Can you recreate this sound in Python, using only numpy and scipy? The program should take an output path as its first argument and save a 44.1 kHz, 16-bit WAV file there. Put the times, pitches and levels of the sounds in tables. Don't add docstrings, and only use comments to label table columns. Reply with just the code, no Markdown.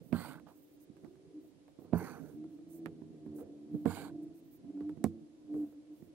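import sys
import numpy as np
from scipy import signal
from scipy.io import wavfile
from scipy.ndimage import uniform_filter1d

SR = 44100
rng = np.random.default_rng(int(sys.argv[2]) if len(sys.argv) > 2 else 0)


def master(y):
    cut = np.clip(np.atleast_2d(y).T, -1, 1)
    pcm = np.round(cut * 32767)
    wavfile.write(sys.argv[1], SR, pcm.astype(np.int16))


def invert_db(x):
    u = np.asarray(x, float) / 20
    return 10 ** u


N = 270758


def evened(x):
    return x / np.sqrt(np.mean(x ** 2) + 1e-20)


def read(points, hz):
    f, value = np.transpose(points)
    return np.interp(np.log(hz + 1), np.log(f + 1), value)


def curve(rows, column, rest=None):
    rows = np.array(rows)
    return np.interp(np.arange(N) / SR, rows[:, 0], rows[:, column], rest, rest)


def wander(hz):
    return evened(signal.lfilter(*signal.butter(2, hz, fs=SR), rng.standard_normal(N)))


def swells(rows, column, rise):
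    t, power = np.arange(N) / SR, np.zeros(N)
    for row in rows:
        since = (t - row[0]) / row[-1]
        power += invert_db(2 * row[column] - 44.9 * np.maximum(since, -since / rise))
    return np.sqrt(power)


def flat(value):
    return lambda hz: value + 0 * hz


def closed(points, lo_hz=0, hi_hz=SR):
    lowest, highest = max(points[0][0], lo_hz), min(points[-1][0], hi_hz)
    return lambda hz: read(points, hz) - 60 * ((hz < lowest) | (hz > highest))


def noise(colour, same, lean_db, size, patchy_db, count=N):
    late_s = 4 / SR
    hz = np.fft.rfftfreq(size, 1 / SR)
    a, b, c, d, patches = rng.standard_normal((4 * count // size + 5, len(hz), 5)).T
    patches = uniform_filter1d(patches, size=5, axis=0)
    patches = evened(uniform_filter1d(patches, size=12, axis=1))
    same = np.clip(same(hz), 0, 1)[:, None]
    right = a + 1j * b
    left = same * right + np.sqrt(1 - same ** 2) * (c + 1j * d)
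    left = left * np.exp(-2j * np.pi * hz * late_s)[:, None]
    lean = invert_db(lean_db(hz) / 2)[:, None]
    z = np.array([left * lean, right / lean]) * invert_db(colour(hz)[:, None] + patchy_db * patches)
    out = signal.istft(z, nperseg=size, noverlap=3 * size // 4)[1][:, :count]
    return out / np.sqrt(np.mean(out.mean(0) ** 2))


# (frequency [Hz], left minus right [dB])
WORK_LEAN = [(60, -14.5), (130, -22.5), (290, -24), (640, -12.5), (1410, -4), (3100, -16), (6820, -15.5),
             (15000, -8.5)]
# (frequency [Hz], left-right coherence [0-1])
WORK_LIKENESS = [(60, 0.44), (250, 0.79), (500, 0.39), (1000, 0.9946), (2000, 0.9), (15000, 0.52)]


def near(colour, size, patchy_db, count=N):
    return noise(colour, lambda hz: read(WORK_LIKENESS, hz), lambda hz: read(WORK_LEAN, hz),
                 size, patchy_db, count)


# (frequency [Hz], level [dB], t60 [s])
DRUM_MODES = [(95.2, -10.5, 0.41), (128, -11, 0.12), (175.2, -3, 0.22), (215.6, -2.5, 0.14),
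              (251.2, 10, 0.083), (299, 5.5, 0.063), (338, 0, 0.059), (449, -7.5, 0.13), (700, -4, 0.052),
              (1026, -13.5, 0.064)]


def knocks(rows, spots_db, snap_hz, ticks_db, dull, soft_db, damping, strain_db, bounce_db,
           tick_s, snap_s, tail_db, tail_s):
    out, t = np.zeros((2, N + SR)), np.arange(SR // 2) / SR
    early = round(0.0063329 * SR)
    sides = rng.random((len(rows), len(DRUM_MODES)))
    ticks_db = np.resize(ticks_db, len(rows))
    for (s, snap_db, blow_db, lean_db, tune), side, spot_db, tick_db in zip(rows, sides, spots_db, ticks_db):
        ring = np.zeros((2, len(t)))
        for (hz, db, t60), a, b in zip(DRUM_MODES, spot_db, side):
            late = np.array([[0.41 * (b - 0.5)], [0]])
            swing = np.sin(2 * np.pi * hz * tune ** (hz > 200) * t - 0.8 - late)
            swing *= (1 - np.exp(-2.5 * hz * t)) ** 2
            ring += invert_db(db + soft_db * (hz > 400) + a - 60 * damping * t / t60) * swing
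        blows = np.zeros(early + round(0.03 * SR))
        bounce = early + round((0.015 + 0.006 * rng.random()) * SR)
        blows[[0, early, bounce]] = -invert_db(strain_db), 1, -invert_db(bounce_db)
        sound = signal.fftconvolve(ring / abs(ring.mean(0)).max(), blows[None], axes=1)[:, :len(t)]
        sound *= invert_db(blow_db + 1.5)

        fibres = rng.standard_normal((2, len(t))) + 0.44 * rng.standard_normal(len(t))
        fibres += 4.77 * (t == 0)
        tick = signal.lfilter(*signal.butter(1, [2000, 10000], "band", fs=SR), fibres)
        tick += dull * (signal.lfilter(*signal.iirnotch(5700, 1.6, SR), tick) - tick)
        tick *= invert_db(snap_db + tick_db) * (np.exp(-t / tick_s) + invert_db(tail_db) * np.exp(-t / tail_s))
        snap = signal.lfilter(*signal.butter(2, [600, snap_hz], "band", fs=SR), fibres)
        snap *= invert_db(snap_db + 9) * (np.exp(-t / tick_s) + 0.27 * np.exp(-t / snap_s))
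        sound[:, early:] += (tick + snap)[:, :-early]
        at = round(s * SR) - early
        out[:, at:at + len(t)] += sound * invert_db([[lean_db / 2], [-lean_db / 2]])
    return signal.sosfilt(signal.butter(6, 80, "high", fs=SR, output="sos"), out[:, :N])


# (time [s], snap [dB], blow [dB], left minus right [dB], drum tuning [factor])
NEEDLE_POPS = [
    (0.1275, -36, -23.5, -14.5, 0.93),
    (1.932, -43.5, -19, -11, 0.94),
    (3.8567, -40.5, -22.5, -14, 1.028),
]
# (level on each drum mode [dB], ..)
NEEDLE_SPOTS = [
    [0, -3, 5.5, -1.5, 1, -0.5, -6, -3, 0.32, 0],
    [0, 7, 4.4, 2, -2, -2.5, 0, 0, 1.1, 0],
    [0, 6.5, 3, 3, 2, -2.5, -4, 7, 0, 0],
]


def pops():
    return knocks(NEEDLE_POPS, NEEDLE_SPOTS, snap_hz=1990, ticks_db=[-15, -16, -11.5], dull=0.48,
                  soft_db=1.2, damping=1.48, strain_db=-16, bounce_db=-10.5,
                  tick_s=0.00055, snap_s=0.0099, tail_db=-7.5, tail_s=0.012)


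# (time [s], snap [dB], blow [dB], left minus right [dB], drum tuning [factor])
POINT_STRIKES = [
    (2.8593, -36, -38.5, -11, 1.161),
    (5.0412, -33, -21, -10.5, 1.045),
]
# (level on each drum mode [dB], ..)
POINT_SPOTS = [
    [-5, 0, 3, 3.4, 0.7, -1.5, 5, 2.5, 4, 0],
    [-0.5, 0, -4.5, 5.9, -1.6, -2, 1, 0, 2, 0],
]


def pierces():
    return knocks(POINT_STRIKES, POINT_SPOTS, snap_hz=2100, ticks_db=[-11.5, 0.5], dull=0.05,
                  soft_db=-1.2, damping=1.76, strain_db=-47, bounce_db=-15,
                  tick_s=0.00061, snap_s=0.0082, tail_db=-21.5, tail_s=0.02)


# (start [s], length [s], drag [dB], fibre hiss [dB],
# early peak of the speed arch [exponent], hiss share of the length [0-1])
THREAD_PULLS = [
    (0.135, .29, -53.5, -58, 0.66, 0.93),
    (1.942, .29, -52.5, -61, 0.63, 1),
    (2.151, 0.23, -61.5, -75, 0.75, 1),
    (3.862, .26, -52, -56, 0.66, 0.99),
]
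# (frequency [Hz], density [dB per Hz])
PULL_COLOURS = [
    [(350, -5), (600, 2.5), (726, -7), (788, 9), (1190, 0), (1500, 7.5), (1840, -13), (2060, -6),
     (2300, -15.5), (3790, -20), (4300, -17), (4660, -14.5), (5120, -28), (5790, -30), (9090, -17.5),
     (10900, -24.5), (15700, -17.5)],
    [(350, -11), (490, -5.5), (600, -21), (651, -22), (717, -0.5), (1240, -7), (1540, -2), (1770, -13.5),
     (2380, -19.5), (3400, -35.5), (4150, -28), (4500, -20), (5050, -36), (5800, -28), (6250, -21.5),
     (6920, -32.5), (8730, -28), (15700, -26)],
    [(350, -49), (600, -16), (717, 2.5), (981, -1.5), (1080, -3), (1290, -10.5), (1520, 3), (1940, -22.5),
     (2170, -7.5), (2600, -19), (4660, -17.5), (5560, -36), (7010, -19), (9730, -21), (15700, -23.5)],
]
# (frequency [Hz], density [dB per Hz])
SLOW_COLOUR = [(350, -7), (485, -5), (560, -22), (740, -16), (1190, -30.5), (1500, -16.5), (1850, -30),
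               (2600, -41), (4500, -42), (5200, -42), (6200, -34), (7000, -41), (15700, -34)]


def thread():
    split_hz, grain_db = 1800, 2.0
    jerk_db, jerk_s = 12.5, 0.015
    running_start, db_per_decade = 0.06, 27
    squareness = np.array([[2.84], [1.8]])
    out = np.zeros((2, N))
    colours = PULL_COLOURS[:2] + [SLOW_COLOUR] + PULL_COLOURS[2:]
    for (start, length, drag_db, hiss_db, early, share), colour in zip(THREAD_PULLS, colours):
        t = np.arange(0, length, 1 / SR)
        count, at = len(t), round(start * SR)
        progress = running_start + (1 - running_start) * t / length / np.array([[1], [share]])
        off_peak = abs(2 * progress ** early - 1)
        tension, speed = np.log10((1 - off_peak ** squareness).clip(1e-3))
        twists_db = 0.61 * wander(54)[:count]
        drag_db = drag_db + jerk_db * np.exp(-t / jerk_s) + db_per_decade * tension + twists_db
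        hiss_db = hiss_db + db_per_decade * speed + twists_db
        drag = near(closed(colour, 0, split_hz), 512, grain_db, count)
        drag *= invert_db(drag_db + grain_db * wander(180)[:count])
        hiss = near(closed(colour, split_hz), 1024, 2.7, count)
        hiss *= invert_db(hiss_db + grain_db * wander(330)[:count])
        out[:, at:at + count] += (drag + hiss) * np.minimum(t / 0.0031, 1)
    return out


# (time [s], snap [dB], blow [dB], left minus right [dB], drum tuning [factor])
FINGER_TAPS = [(0.897, -87, -53, -20, 0.86), (0.968, -62.5, -56, -14, 0.91), (1.036, -75, -52, -18, 0.93),
               (1.046, -66, -52.5, -20.5, 1.18), (1.68, -62, -61, -6, 2.54),
               (1.787, -80, -49.5, -18.5, 1.04), (1.818, -79, -48, -12, 1.1), (1.847, -72, -52, -6, 0.98),
               (2.441, -65, -48, -5.5, 1.35), (2.588, -77.5, -57.5, 3.5, 1.8),
               (3.018, -70, -41.5, -12.5, 0.98), (3.262, -65, -40, -9.5, 1.02),
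               (3.408, -75, -48, -14.5, 1.34), (3.712, -70, -47.5, -1, 0.74), (3.743, -72, -50, -16, 1.13),
               (4.644, -92, -48.5, -14, 0.98), (4.701, -76, -53, -1, 1.51),
               (4.807, -58.5, -43.5, -10.5, 1.28), (4.894, -56, -41.5, -8, 1.186),
               (4.972, -69, -43.5, -13, 1), (5.541, -63, -38, 7, 1.06), (6.024, -73, -48, -16.5, 0.97),
               (1.156, -68, -66, -12, 1.2), (3.234, -83, -57, -3, 0.89), (4.773, -73, -52.5, -1, 1.4),
               (5.724, -82, -59.5, -7, 1.9), (0.398, -58, -59.5, -13, 1.6)]


def taps():
    spots_db = 10 * (rng.random((len(FINGER_TAPS), len(DRUM_MODES))) - 0.5)
    return knocks(FINGER_TAPS, spots_db, snap_hz=2000, ticks_db=-7, dull=0.9,
                  soft_db=-6.5, damping=1.69, strain_db=-45, bounce_db=-10,
                  tick_s=0.0012, snap_s=0.008, tail_db=-10, tail_s=0.019)


# (time [s], level [dB], time to die 20
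# dB [s])
SKIN_SCUFFS = [(.468, -58, 0.08), (.488, -65, 0.06), (.503, -64, .035), (1.036, -71, .04),
               (1.048, -65, .05), (1.68, -68, 0), (1.79, -71.5, 0.06), (1.845, -71, 0.13), (2.862, -68, 0),
               (3.019, -69, 0), (3.264, -72.5, 0.1), (3.385, -61, 0.1), (3.408, -61, -0.21),
               (3.745, -69, .06), (4.809, -66, 0.06), (4.896, -61.5, -0.01), (4.974, -69, -0.03),
               (5.044, -60, 0.03), (5.543, -72, 0.1), (5.6, -75, 0.16)]
# (frequency [Hz], density [dB per Hz])
SCUFF_COLOUR = [(500, -5), (750, 5), (1600, -6), (2100, -22), (4500, -24.5), (7000, -31)]
# (middle [s], length [s], top fizz [dB], lower fizz [dB])
YARN_BRUSHES = [(.06, 0.15, -77.5, -82.5), (0.507, 0.097, -80, -82.5), (0.577, 0.086, -76, -80.5),
                (0.631, 0.058, -75, -84), (0.707, 0.1856, -80, -87), (0.824, 0.073, -75, -77),
                (1.063, 0.26, -94, -89.5), (1.457, 0.15, -84, -89), (1.7, 0.0475, -91, -97),
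                (1.825, 0.094, -81, -85), (1.985, 0.025, -58, -64), (2.308, 0.19, -82, -83.5),
                (2.537, 0.14, -88, -89), (2.743, 0.14, -72, -72), (3.39, 0.11, -72.5, -71.5),
                (3.797, 0.22, -82.5, -84.5), (4.235, .04, -84, -80), (4.375, 0.091, -78.5, -80),
                (4.466, 0.11, -83, -97), (4.543, 0.092, -72.5, -81), (4.893, 0.068, -97, -93),
                (5.584, .16, -82.5, -79), (5.69, 0.15, -83.5, -85.5), (6.01, 0.22, -82, -85)]
# (frequency [Hz], density [dB per Hz])
FIZZ_COLOUR = [(3530, -43), (6000, -12.5), (8050, -10), (8790, -4), (10500, -8), (11900, -4), (13300, -1.5),
               (14900, -1), (15700, 3.5)]
FIZZ_SPLIT_HZ = 11900


def fingers():
    bursts = [(s, db, max(die, 0.013875)) for s, db, die in SKIN_SCUFFS]
    scuff = near(closed(SCUFF_COLOUR), size=256, patchy_db=2.0)
    scuff *= swells(bursts, 1, rise=0.08) * invert_db(0.73 * wander(200))
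    strokes = np.zeros((2, N))
    for s, length, *db in YARN_BRUSHES:
        at, count = max(round((s - length / 2) * SR), 0), round(length * SR)
        strokes[:, at:at + count] += invert_db(db)[:, None] * signal.windows.tukey(count, 0.7)
    top = near(closed(FIZZ_COLOUR, FIZZ_SPLIT_HZ), size=256, patchy_db=2.0)
    lower = near(closed(FIZZ_COLOUR, 0, FIZZ_SPLIT_HZ), size=256, patchy_db=2.0)
    return scuff + invert_db(0.93 * wander(300)) * (strokes[0] * top + strokes[1] * lower)


# (time [s], cloth boom [dB], frame rustle [dB], time to die 20 dB [s])
HAND_TOUCHES = [(.02, -49.5, -59, 0.03), (.055, -53, -62, 0.04), (.17, -48.5, -55, 0.17),
                (.3, -54, -61, 0.31), (.9, -63, -68, 0.05), (1.06, -65, -64.5, 0.68), (1.33, -71, -64, 0.3),
                (1.45, -67, -59, .04), (1.51, -67, -91, 0.4565), (1.795, -56.5, -58, 0.01),
                (1.82, -55, -55, 0.03), (1.85, -60, -53, .025), (1.905, -68, -76, -0.3),
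                (2.02, -46.5, -47, 0.28), (2.25, -51, -61, 0.45), (2.83, -60, -60.5, 0.68),
                (3.1, -61.5, -68.5, 0.5), (3.405, -59, -51.5, 0.24), (3.55, -64, -64.5, 1.0),
                (3.75, -40, -48.5, 0.04), (3.9, -48, -54, 0.15), (4.03, -51, -52, 0.42),
                (4.65, -63, -69, .5), (4.9, -69.5, -71, 0.56), (5.01, -55, -65, 0.32),
                (5.12, -57.5, -60, 0.26), (5.56, -53.5, -50.5, 0.16), (6.04, -69, -67, 0.7)]
# (frequency [Hz], density [dB per Hz])
BOOM_COLOUR = [(60, -38.5), (75, -22.5), (88, -6.5), (105, -28), (133, -7), (165, 3.5), (195, -10.5),
               (230, -2.5), (280, -2.5)]
# (frequency [Hz], density [dB per Hz])
RUSTLE_COLOUR = [(200, -28), (340, 11), (355, -2), (381, -8), (404, 7), (473, 2), (561, -8), (641, -7.5),
                 (725, -8.5), (780, -27.5), (840, -33.5), (1020, -26.5), (1100, -52), (1430, -60.5),
                 (2420, -120)]
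# (time [s], level [dB], time to die 20 dB [s])
HOLLOW_SWELLS = [(.26, -57.5, 1), (1.35, -53, 0.2), (2.02, -60, -0.1), (2.35, -53, 1.5)]


def handling():
    touch_rise = 0.73
    boom = near(closed(BOOM_COLOUR), size=2048, patchy_db=2.0)
    boom *= swells(HAND_TOUCHES, 1, touch_rise) * invert_db(wander(40))
    rustle = noise(closed(RUSTLE_COLOUR), flat(0.76), flat(-4.0), size=2048, patchy_db=3.0)
    rustle *= swells(HAND_TOUCHES, 2, touch_rise) * invert_db(1.8 * wander(30))
    peak = lambda hz: -20 * np.log10(1 + (2 * (hz - 299) / 28.3) ** 2)
    hollow = noise(peak, flat(0.78), flat(-1.5), size=4096, patchy_db=2.5)
    rest_db = np.where(np.arange(N) < 2.4 * SR, -67.0, -60.0)
    rest = invert_db(uniform_filter1d(rest_db, size=4000))
    return boom + rustle + np.hypot(rest, swells(HOLLOW_SWELLS, 1, 0.5)) * hollow


# (frequency [Hz], level [dB])
WALL_COLOUR = [(70, -31.5), (160, -8), (225, -5.5), (265, -9.5), (300, 7.5), (335, 3), (385, -6),
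               (450, -21.5), (520, -35.5), (620, -38), (690, -38.5), (760, -40), (1000, -69)]


def engine(rows, strongest, rough, orders_db):
    hz, level_db = uniform_filter1d(curve(rows, 1), size=2000), curve(rows, 2, -120)
    turns = np.cumsum(hz) / SR + rough * wander(14) / (2 * np.pi)
    wall_db = read(WALL_COLOUR, strongest * hz)
    base_db = uniform_filter1d(level_db, size=300) - wall_db
    smooth = uniform_filter1d(invert_db(curve(rows, -1, -120) - wall_db), size=7000)
    mean_db = 20 * np.log10(abs(smooth) + 1e-9)
    out = np.zeros(N)
    for k, db in enumerate(orders_db, 1):
        order_db = base_db if k == round(strongest) else mean_db
        order_db = order_db + read(WALL_COLOUR, k * hz) + db + 0.89 * wander(30)
        out += np.sqrt(2) * invert_db(order_db) * np.sin(2 * np.pi * (k * turns + rng.random()))
    return out


# (time [s], firing rate [Hz], strongest order [dB], other orders [dB])
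ENGINE_IDLE = [(2.28, 74, -94, -58), (2.39, 76.2, -46, -49), (2.5, 80.17, -54, -60),
               (2.56, 82.42, -63, -73), (2.7, 82.04, -54.5, -64.5), (2.84, 82.13, -45.5, -50),
               (2.95, 80.96, -57, -53), (3.1, 78.9, -62, -52.5), (3.24, 76.8, -67, -54)]
ENGINE_SAG = [(3.2, 76.27, -64, -60), (3.27, 75.94, -53.5, -45.5), (3.39, 73.94, -43, -49.5),
              (3.44, 72.6, -65, -62), (3.52, 73.23, -49.5, -66), (3.68, 73.7, -52, -49.5),
              (3.742, 74.94, -41, -55), (3.83, 74.8, -43.5, -56), (3.95, 77.57, -54, -63)]
# (time [s], firing rate [Hz], strongest order [dB])
ENGINE_BLIP = [(3.98, 70.7, -54), (4.05, 72, -50), (4.12, 73.94, -46.5), (4.23, 75.2, -46),
               (4.33, 76.33, -63.5), (4.45, 75.5, -63.5)]
ENGINE_START = [(3.95, 80.6, -91), (4.1, 81.44, -49.5), (4.25, 81.7, -49.5), (4.42, 83.3, -59),
                (4.5, 81.1, -62)]
ENGINE_CLIMB = [(4.45, 84.9, -75), (4.62, 91.4, -61), (4.68, 94.9, -50.5), (4.706, 97.7, -39),
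                (4.726, 96.1, -59), (4.752, 95.8, -41), (4.89, 100.6, -39.5), (4.93, 100.2, -43.5),
                (4.96, 102, -74)]
ENGINE_AWAY = [(4.95, 103.4, -59), (5.02, 106.7, -54), (5.1, 110, -47.5), (5.2, 111.3, -60.5),
               (5.3, 116.8, -72.5), (5.42, 118.7, -72), (5.5, 119, -90)]
ENGINE_SHIFT = [(5.44, 75.25, -77.5), (5.5, 74.53, -43), (5.57, 75.86, -37.5), (5.64, 73.43, -38.5),
                (5.69, 72.65, -61), (5.8, 75.5, -73.5), (5.92, 75.5, -52), (6.05, 71, -87),
                (6.14, 74.5, -82)]
CYLINDERS = {"idle": [0, 5.5, 2, -0.5, 1.5, -1.5, 5], "sag": [-1.5, 3, 6, 0.5, 1.5, -4, 5], "blip": [-18,
             -12, -9, 0.5, -6, -11.5, -17], "start": [-8, -0.5, -7.5, 0.5, -6.5, -5, -7], "climb": [-9, -7,
             0.5, -10.5, -10, -11, -13], "away": [-9, 8, 0, -7.5, -10, -12, -15], "shift": [-40.5, -29.5,
             -9.5, -0.5, -17.5, -30, -42]}
# (time [s], level [dB])
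HUM_LEVEL = [(.5, -76), (.75, -75), (1.1, -64.5), (1.42, -63.5), (1.55, -75.5), (1.9, -83), (2.0, -90)]


def street():
    drone = engine(ENGINE_IDLE, 4.03, 0.008, CYLINDERS["idle"])
    drone += engine(ENGINE_SAG, 4.04, 0.008, CYLINDERS["sag"])
    drone += engine(ENGINE_BLIP, 4.054, 0.026, CYLINDERS["blip"])
    drone += engine(ENGINE_START, 3.83, 0.03, CYLINDERS["start"])
    drone += engine(ENGINE_CLIMB, 3.032, 0.054, CYLINDERS["climb"])
    drone += engine(ENGINE_AWAY, 2.97, 0.05, CYLINDERS["away"])
    drone += engine(ENGINE_SHIFT, 3.918, 0.036, CYLINDERS["shift"])
    shake = uniform_filter1d(drone ** 2, size=4000).clip(0) ** 0.34
    pane_hz, pane_width_hz = 684, 20
    buzz = signal.lfilter(*signal.iirpeak(pane_hz, pane_hz / pane_width_hz, SR), rng.standard_normal(N))
    hum = np.sin(2 * np.pi * 378.5 * np.arange(N) / SR + 0.29 * wander(2.2))
    hum *= np.sqrt(2) * invert_db(curve(HUM_LEVEL, 1, -120))
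    return (drone + invert_db(-40.5) * shake * evened(buzz) + hum) * invert_db([[-0.7], [0.7]])


# (frequency [Hz], density [dB per Hz])
HISS_COLOUR = [(25, -6), (50, 0.5), (70, 18.5), (120, 25), (250, 13), (500, 22.5), (800, 9.5), (1400, 2.5),
               (2000, 2), (4000, 1.5), (8000, -3.5), (12000, -7), (16000, -6.5)]


def room_hiss():
    hiss = noise(closed(HISS_COLOUR, 0, FIZZ_SPLIT_HZ), flat(0.11), flat(-1.5), size=1024, patchy_db=0.5)
    return invert_db(-71.5) * hiss


def scene():
    work = pops() + pierces() + thread() + taps() + fingers() + handling()
    return work + street() + room_hiss()


def low_pass(x):
    return signal.sosfilt(signal.butter(12, 16840, fs=SR, output="sos"), x)


def record(dry):
    edge = signal.firwin(255, 16500, window=("kaiser", 8), fs=SR)
    opened = dry * np.minimum(np.arange(N) / (0.0041 * SR), 1)
    mix = signal.oaconvolve(opened, edge[None], "same")
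    return low_pass(mix)


dry = scene()
out = record(dry)
master(out)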